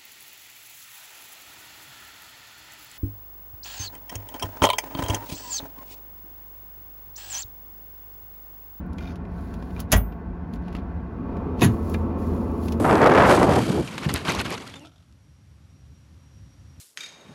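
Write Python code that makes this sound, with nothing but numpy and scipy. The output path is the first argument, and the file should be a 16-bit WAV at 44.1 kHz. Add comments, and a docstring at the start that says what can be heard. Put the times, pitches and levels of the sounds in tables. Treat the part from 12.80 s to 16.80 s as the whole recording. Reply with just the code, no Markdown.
"""Model aircraft landing in grass, heard on board.

Wind buffets the microphone and hisses past the airframe while the propeller winds down.
The aircraft thumps on the turf and scrapes through the stalks, which snap against it.
Once it lies still a servo whirs and ticks; outdoor rumble, a faint hum and an insect trill remain."""
import sys
import numpy as np
from scipy.fft import rfft, irfft, next_fast_len
from scipy.io import wavfile
from scipy.ndimage import map_coordinates

SR = 44100
rng = np.random.default_rng(int(sys.argv[2]) if len(sys.argv) > 2 else 0)


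def int16_out(signal):
    """Quantize to a 16-bit WAV file."""
    q = np.round(np.clip(np.atleast_2d(signal).T, -1, 1) * 32767)
    wavfile.write(sys.argv[1], SR, q.astype(np.int16))


N = 176400
T = np.arange(N) / SR
CLIP_CEILING, BAND_LIMIT_HZ, CLICK_ATTACK_S = .71, 12300, .0004


def amp(db):
    """Decibels to gain."""
    return 10 ** (np.asarray(db) / 20)


def unit(x):
    """Scaled to rms 1."""
    return x / np.sqrt(np.mean(x ** 2) + 1e-20)


def curves(rows):
    """One value per sample for each column after the time."""
    times, *columns = np.transpose(rows)
    return [np.interp(T, times, column) for column in columns]


def wobble(knots_per_s):
    """Smooth random curve."""
    return map_coordinates(rng.standard_normal(8192), [T * knots_per_s + 2], mode="mirror")


def filtered(x, response):
    """x through a gain given as a function of frequency."""
    size = next_fast_len(N + SR // 2)
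    return irfft(rfft(x, size) * response(np.fft.rfftfreq(size, 1 / SR)), size)[:N]


def coloured(x, spectrum):
    """x through (f/Hz, level/dB) points, rms 1."""
    hz, db = np.transpose(spectrum)
    return unit(filtered(x, lambda f: amp(np.interp(np.log(f + 1), np.log(hz + 1), db))))


def noise(spectrum):
    """Coloured noise, rms 1."""
    return coloured(rng.standard_normal(N), spectrum)


def struck(start_s, attack_s, t60_s):
    """Envelope of a blow."""
    age = np.maximum(T - start_s, 0)
    return (1 - np.exp(-age / attack_s)) * np.exp(-np.minimum(np.log(1000) * age / t60_s, 50))


def tone(hz):
    """Sine along a pitch curve, rms 1."""
    return np.sqrt(2) * np.sin(2 * np.pi * (np.cumsum(hz) / SR + rng.random()))


def grains(hits_per_s=3000, spread_db=5, rubbing_db=-5):
    """Dense tiny contacts of uneven size over smooth rubbing."""
    hits = (rng.random(N) < hits_per_s / SR) * rng.choice([-1, 1], N)
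    sizes = amp(spread_db * np.minimum(rng.standard_normal(N), 2))
    return unit(hits * sizes) + amp(rubbing_db) * rng.standard_normal(N)


# Outdoor rumble: f/Hz, level/dB
RUMBLE_SPECTRUM = [(20, -38), (42, -21.5), (55, -5), (72, 2.5), (95, -0.5), (115, -4.5), (145, -4),
                   (190, -14.5), (290, -19.5), (380, -29.5), (700, -42.5), (3000, -78)]
# Faint air: f/Hz, level/dB
AIR_SPECTRUM = [(100, 1.5), (500, -3.5), (1200, -3.5), (2000, -7), (3500, -9), (6000, -12), (9000, -19),
                (12000, -19.5)]
# Electrical hum: f/Hz, level/dB at reference_s
HUM_PARTIALS = [(269, -74.5), (538, -80.5)]


def background(reference_s=3):
    """Outdoor rumble, faint air and the hum of idle electrics, all slowly growing."""
    t = T - reference_s
    rumble = amp(-50.5 + 3.5 * t + 1.8 * wobble(18)) * noise(RUMBLE_SPECTRUM)
    air = amp(-65.5 + 2.5 * t) * noise(AIR_SPECTRUM)
    hum = sum(amp(db + 4 * t + wobble(10)) * tone(hz + 2.7 * wobble(53)) for hz, db in HUM_PARTIALS)
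    return rumble + air + hum


# Insect trill: t/s, level/dB
TRILL_LEVEL = [(2.0, -76), (2.23, -84), (2.45, -79), (2.88, -81.5), (2.96, -75), (3.2, -73), (3.33, -82),
               (3.43, -73.5), (3.62, -72), (3.88, -73), (4, -72)]


def insect(pitch_hz=5670, wander_hz=23.88, flutter_db=3):
    """A faint high trill flutters in the grass."""
    gain = amp(curves(TRILL_LEVEL)[0] + flutter_db * wobble(90))
    return gain * tone(pitch_hz + wander_hz * wobble(180))


# Servo motor shaft: t/s, f/Hz, level/dB
MOTOR_RUN = [(1.95, 264.2, -62), (1.975, 271, -48), (2.0, 285, -54), (2.02, 308, -47.5), (2.05, 317, -51.5),
             (2.08, 320, -60), (2.13, 350, -89)]
# Servo motor harmonics: order, level/dB
MOTOR_HARMONICS = [(1, 1), (2, -7.5), (3, -10.5)]
# Gear whistle: t/s, f/Hz, level/dB
GEAR_RUN = [(1.9, 3300, -70), (1.93, 3440, -61), (1.972, 3610, -49), (1.987, 3450, -66), (2.0, 2650, -63),
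            (2.018, 2880, -58), (2.05, 2600, -63), (2.075, 2380, -68), (2.09, 2310, -93)]
# Gear harmonics: order, level/dB
GEAR_HARMONICS = [(1, 1), (2, -11), (3, -17), (4, -15)]
# Settling ticks: t/s, level/dB
SERVO_TICKS = [(1.967, -47.5), (2.049, -45.5), (2.056, -47.5), (2.07, -49), (2.093, -60), (2.117, -57),
               (2.136, -59.5), (2.158, -55.5), (2.18, -56.5), (2.202, -60.5), (2.224, -58.5)]
# Servo case resonances: f/Hz, level/dB
CASE_SPECTRUM = [(300, -29), (680, 6), (1050, -21), (1350, 6.5), (1700, -27), (2700, -10), (3450, 0),
                 (4200, -10.5), (12000, -27.5)]


def servo(motor_jitter=.05, gear_jitter=.022, rough_db=1.5, grind_db=-9.5):
    """The motor grinds briefly with a gear whistle, then ticks in its case as it settles."""
    motor_hz, motor_db = curves(MOTOR_RUN)
    gear_hz, gear_db = curves(GEAR_RUN)
    motor_hz *= 1 + motor_jitter * wobble(250)
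    gear_hz *= 1 + gear_jitter * wobble(700)
    motor = sum(amp(db) * tone(order * motor_hz) for order, db in MOTOR_HARMONICS)
    motor += amp(grind_db) * coloured(grains(), CRACKLE_SPECTRUM)
    motor *= amp(motor_db + rough_db * wobble(200))
    motor *= (T > MOTOR_RUN[0][0]) * (T < MOTOR_RUN[-1][0])
    gear_gain = amp(gear_db + rough_db * wobble(200)) * (T > GEAR_RUN[0][0]) * (T < GEAR_RUN[-1][0])
    gear = gear_gain * sum(amp(db) * tone(order * gear_hz) for order, db in GEAR_HARMONICS)
    ticks = sum(amp(db) * struck(start_s, CLICK_ATTACK_S, t60_s=.053) for start_s, db in SERVO_TICKS)
    return motor + gear + ticks * noise(CASE_SPECTRUM)


# Propeller winding down: t/s, rotation f/Hz, level/dB
PROPELLER_RUN = [(0, 119, -42), (.13, 116, -43), (.24, 109, -51), (.42, 102, -52), (.55, 95, -80)]
# Blade swish: f/Hz, level/dB
SWISH_SPECTRUM = [(2000, -25), (5000, -10.5), (7500, -3.5), (11000, -0.5), (12000, -2)]


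def propeller(pulse_db=7):
    """A thin swish once a turn."""
    turn_hz, db = curves(PROPELLER_RUN)
    pulses = amp(pulse_db * tone(turn_hz) / np.sqrt(2))
    return amp(db) * unit(pulses * noise(SWISH_SPECTRUM))


# Motor whine (first two rows), then whistles: f/Hz, bandwidth/Hz, peak t/s, 1/e half-length/s, level/dB
WHINE_AND_WHISTLE_BANDS = [(8700, 300, .07, .17, -55.5), (7860, 260, .07, .15, -58),
                           (3160, 300, .82, .22, -47), (4664, 510, .83, .16, -49.5),
                           (2310, 170, 0.81, 0.2, -47), (1310, 160.8, 0.58, 0.23, -43)]


def whine_and_whistles():
    """Thin high motor whine at the start, then brief lower airflow whistles."""
    out = np.zeros(N)
    for hz, width_hz, peak_s, half_length_s, db in WHINE_AND_WHISTLE_BANDS:
        band = filtered(rng.standard_normal(N), lambda f: 1 / (1 + (2 * (f - hz) / width_hz) ** 2))
        out += amp(db) * np.exp(-((T - peak_s) / half_length_s) ** 2) * unit(band)
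    return out


# Airframe shudder: t/s, level/dB
SHUDDER_LEVEL = [(0, -25), (.13, -25.5), (.21, -34.5), (.33, -30.5), (.47, -23), (.8, -23), (.86, -31.5),
                 (.98, -21), (1.07, -42), (1.13, -37), (1.22, -39.5), (1.35, -33.5), (1.43, -35.5),
                 (1.65, -33.5), (1.85, -45), (2.08, -56), (2.2, -90)]
# Airframe shudder: f/Hz, level/dB
SHUDDER_SPECTRUM = [(25, -13.5), (60, -3.5), (130, 0), (280, -2.5), (500, -14), (1000, -26), (3000, -62.5)]
# Air and grass hiss: t/s, level/dB
HISS_LEVEL = [(0, -43.5), (.12, -44), (.29, -46.5), (.45, -37.5), (.49, -26.5), (.535, -25), (.58, -31.5),
              (.67, -38), (.76, -32.5), (.85, -37.5), (.93, -36.5), (1.05, -44), (1.2, -46.5), (1.75, -49),
              (1.95, -55), (2.12, -77), (2.4, -100)]
# Air and grass hiss: f/Hz, level/dB
HISS_SPECTRUM = [(100, -8), (700, 4), (1400, 7.5), (2100, 1.5), (3000, 2), (3800, -0.5), (4700, -3),
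                 (5600, -5.5), (8500, -6.5), (12000, -11.5)]


def airframe(flutter_db=2):
    """The airframe shudders, and air and grass tips hiss along it."""
    shudder = amp(curves(SHUDDER_LEVEL)[0]) * noise(SHUDDER_SPECTRUM)
    hiss = amp(curves(HISS_LEVEL)[0] + flutter_db * wobble(200)) * noise(HISS_SPECTRUM)
    return shudder + hiss


def flicks(per_s=600, centre_hz=2898, spread_octaves=1.3, decay_cycles=6):
    """Single stalks ring briefly at random pitches as they flick off the airframe; rms 1."""
    count = int(per_s * N / SR)
    when, pitch, size = rng.random((count, 3)).T[:, :, None]
    hz = np.clip(centre_hz * 2 ** (spread_octaves * (2 * pitch - 1)), 300, BAND_LIMIT_HZ)
    age_samples = np.arange(700)
    cycles = hz * age_samples / SR
    rings = size ** 2 * np.sin(2 * np.pi * cycles) * np.exp(-cycles / decay_cycles)
    positions = (when * N).astype(int) + age_samples
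    return unit(np.bincount(positions.ravel(), rings.ravel(), N)[:N])


# Grass scrapes: peak t/s, rise/s, fall/s, level/dB, relative hull level/dB
GRASS_SCRAPES = [(1.077, .004, 0.015, -40.5, -3.5), (1.135, 0.068, 0.06, -41.5, -4),
                 (1.183, .004, 0.011, -32.5, -9.5), (1.25, .035, 0.022, -34, -2),
                 (1.294, .004, 0.019, -30, -3), (1.313, 0.00498, 0.0072, -35, -3.5),
                 (1.363, 0.025, 0.032, -30.5, -7.5), (1.411, .008, 0.023, -40.5, 0),
                 (1.456, .009, 0.008, -37, 5.5), (1.494, .026, .03, -23, -2.5),
                 (1.546, .014, 0.041, -33, 2.5), (1.604, 0.02, 0.015, -25, -4.5),
                 (1.655, 0.0081, .014, -27.5, -9.5), (1.676, .005, 0.0097, -40, 4.5),
                 (1.739, 0.054, 0.019, -31, -2), (1.778, .003, .008, -35.5, -9),
                 (1.814, .018, 0.035, -41, 0), (1.875, .022, 0.047, -42, -9.5),
                 (1.942, .003, 0.0045, -37, -8), (1.959, .006, 0.012, -47, -3)]
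# Stalk crackle, also the servo's grind: f/Hz, level/dB
CRACKLE_SPECTRUM = [(100, -29), (600, -5), (1100, -0.5), (1600, -5), (2300, 1), (3300, -4), (4400, -6.5),
                    (5500, -13.5), (8000, -17.5), (12000, -22)]
# Hull resonances: f/Hz, level/dB
HULL_SPECTRUM = [(50, -17.5), (150, -3), (280, -3), (365, 2), (560, -2.5), (900, -4), (1100, 0.5),
                 (1300, -9), (1600, -19), (4000, -41)]


def scrapes(crackle_db=-2, flick_db=-5.5, hull_db=1):
    """Each scrape swells and fades, crackling in the stalks and sounding the hollow hull."""
    stalk_power, hull_power = np.zeros(N), np.zeros(N)
    for peak_s, rise_s, fall_s, db, hull_share_db in GRASS_SCRAPES:
        width_s = np.where(T < peak_s, rise_s, fall_s)
        swell = amp(db) * np.exp(-np.abs((T - peak_s) / width_s) ** 1.6)
        stalk_power += swell ** 2
        hull_power += (swell * amp(hull_share_db)) ** 2
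    stalks = amp(crackle_db) * coloured(grains(), CRACKLE_SPECTRUM) + amp(flick_db) * flicks()
    hull = amp(hull_db) * coloured(grains(), HULL_SPECTRUM)
    return np.sqrt(stalk_power) * stalks + np.sqrt(hull_power) * hull


# Snapping stalks: t/s, level/dB, f/Hz, t60/s
STALK_SNAPS = [(1.3398, -1.5, 12000, .005), (1.34, -14, 6000, .004), (1.3599, -17.5, 2208, .012),
               (1.52, -17, 9500, 0.0036), (1.522, -22.5, 4700, 0.0052), (1.55, -24, 4260, 0.011),
               (1.613, -23.5, 8500, .009), (1.7045, -17, 10940, 0.0034), (1.0754, -30, 2600, .016),
               (1.1799, -17, 1920, 0.0099), (1.289, -23.5, 2490, 0.0087), (1.4513, -26, 2200, .014),
               (1.876, -28, 3270, 0.0079), (1.995, -43, 5000, 0.011), (2.325, -53, 4300, 0.011)]


def snaps(half_width_octaves=.68):
    """Stalks snap against the airframe, each a brief crack around its own pitch."""
    out = np.zeros(N)
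    for start_s, db, hz, t60_s in STALK_SNAPS:
        white = rng.standard_normal(N)
        crack = filtered(white, lambda f: 1 / (1 + (np.log2((f + 1) / hz) / half_width_octaves) ** 2))
        out += amp(db) * struck(start_s, CLICK_ATTACK_S, t60_s) * unit(crack)
    return out


# Blows on the turf: t/s, level/dB, f/Hz, t60/s
TURF_THUMPS = [(1.26, -16, 150, .17), (1.307, -17, 108, 0.056), (1.335, -19.5, 74, 0.14),
               (1.484, -18.5, 357, .09), (1.486, -34, 1080, .12), (1.575, -18, 78.1, 0.095)]


def thumps(attack_s=.005, thud_db=-2):
    """The airframe hits soft turf: a damped swing and a dull thud."""
    thud = amp(thud_db) * noise(SHUDDER_SPECTRUM)
    out = np.zeros(N)
    for start_s, db, hz, t60_s in TURF_THUMPS:
        swing = np.sin(2 * np.pi * hz * (T - start_s))
        out += amp(db) * struck(start_s, attack_s, t60_s) * (swing + thud)
    return out


# Airspeed at the microphone port: t/s, speed ratio
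AIRSPEED = [(0, .55), (.038, 0.62), (.047, 1.0), (.18, 0.87), (.33, 0.96), (.45, 1.083), (.57, 0.83),
            (.635, 0.89), (.67, .62), (.72, .8), (.79, .58), (.85, 0.42), (1.0, 0.39), (1.1, .28)]
# Gusts: t/s, level/dB
GUST_LEVEL = [(0, -22), (.038, -25), (.047, -12.5), (.07, -17.5), (.115, -15), (.15, -13.5), (.195, -16),
              (.228, -13), (.3, -13), (.395, -10.5), (.465, -14.5), (.505, -11), (.575, -16.5),
              (.632, -13.5), (.662, -20), (.718, -15), (.75, -17), (.775, -17), (.845, -34), (.9, -20),
              (.922, -25.5), (.955, -21.5), (1.0, -22), (1.055, -40.5), (1.2, -56), (1.5, -99)]
# Eddies at speed ratio 1: f/Hz, level/dB
EDDY_SPECTRUM = [(20, -9.5), (100, -6), (250, -2.5), (420, 0.5), (700, -1.5), (1050, -4), (1500, -10.5),
                 (2100, -17), (3000, -27.5), (5000, -42), (10000, -61)]
# Air slaps: t/s, level/dB
AIR_SLAPS = [(.043, -18.5), (.216, -14), (.313, -14), (.456, -12.5), (.622, -15.5), (.718, -17)]
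# Air slaps: f/Hz, level/dB
SLAP_SPECTRUM = [(100, -12.5), (500, -1.5), (900, 0), (1600, -6), (2400, -14), (3500, -29), (8000, -47)]
# Rasp at pressure crests and troughs: f/Hz, level/dB
RASP_SPECTRUM = [(500, -27), (1500, -1.5), (2500, -2.5), (4500, -3.5), (7000, -11), (12000, -18)]


def wind(flutter_octaves=.15, flutter_db=2, rasp_db=-12.5, chop_db=6):
    """Eddies sweep the microphone port, brighter with speed, with slaps and a rasp at each crest and trough."""
    flutter = wobble(170)  # each small eddy is both louder and brighter
    speed = curves(AIRSPEED)[0] * 2 ** (flutter_octaves * flutter)
    eddies = map_coordinates(noise(EDDY_SPECTRUM), [np.cumsum(speed)], mode="mirror")
    gusts = amp(curves(GUST_LEVEL)[0] + flutter_db * flutter)
    slaps = sum(amp(db) * struck(start_s, attack_s=.002, t60_s=.087) for start_s, db in AIR_SLAPS)
    roar = gusts * eddies + slaps * noise(SLAP_SPECTRUM)
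    wake = tone(curves(PROPELLER_RUN)[0])  # chops the rasp once a turn
    crests = np.minimum(np.abs(roar), CLIP_CEILING) ** 3
    return roar + amp(rasp_db + chop_db * wake) * crests * noise(RASP_SPECTRUM)


def scene():
    """Flight, landing and surroundings as heard on board, mono."""
    flight = wind() + propeller() + airframe() + whine_and_whistles()
    landing = scrapes() + thumps() + snaps() + servo()
    return (flight + landing + background() + insect())[None]


def record(dry):
    """The on-board camera cuts deep bass, rounds off the loudest peaks and limits the band."""
    low_cut_hz, knee = 58, 1.9
    bass_cut = filtered(dry[0], lambda f: 1 / np.sqrt(1 + (low_cut_hz / (f + 1)) ** 10))
    clipped = bass_cut / (1 + np.abs(bass_cut / CLIP_CEILING) ** knee) ** (1 / knee)
    return filtered(clipped, lambda f: f < BAND_LIMIT_HZ)[None]


dry = scene()
out = record(dry)
int16_out(out)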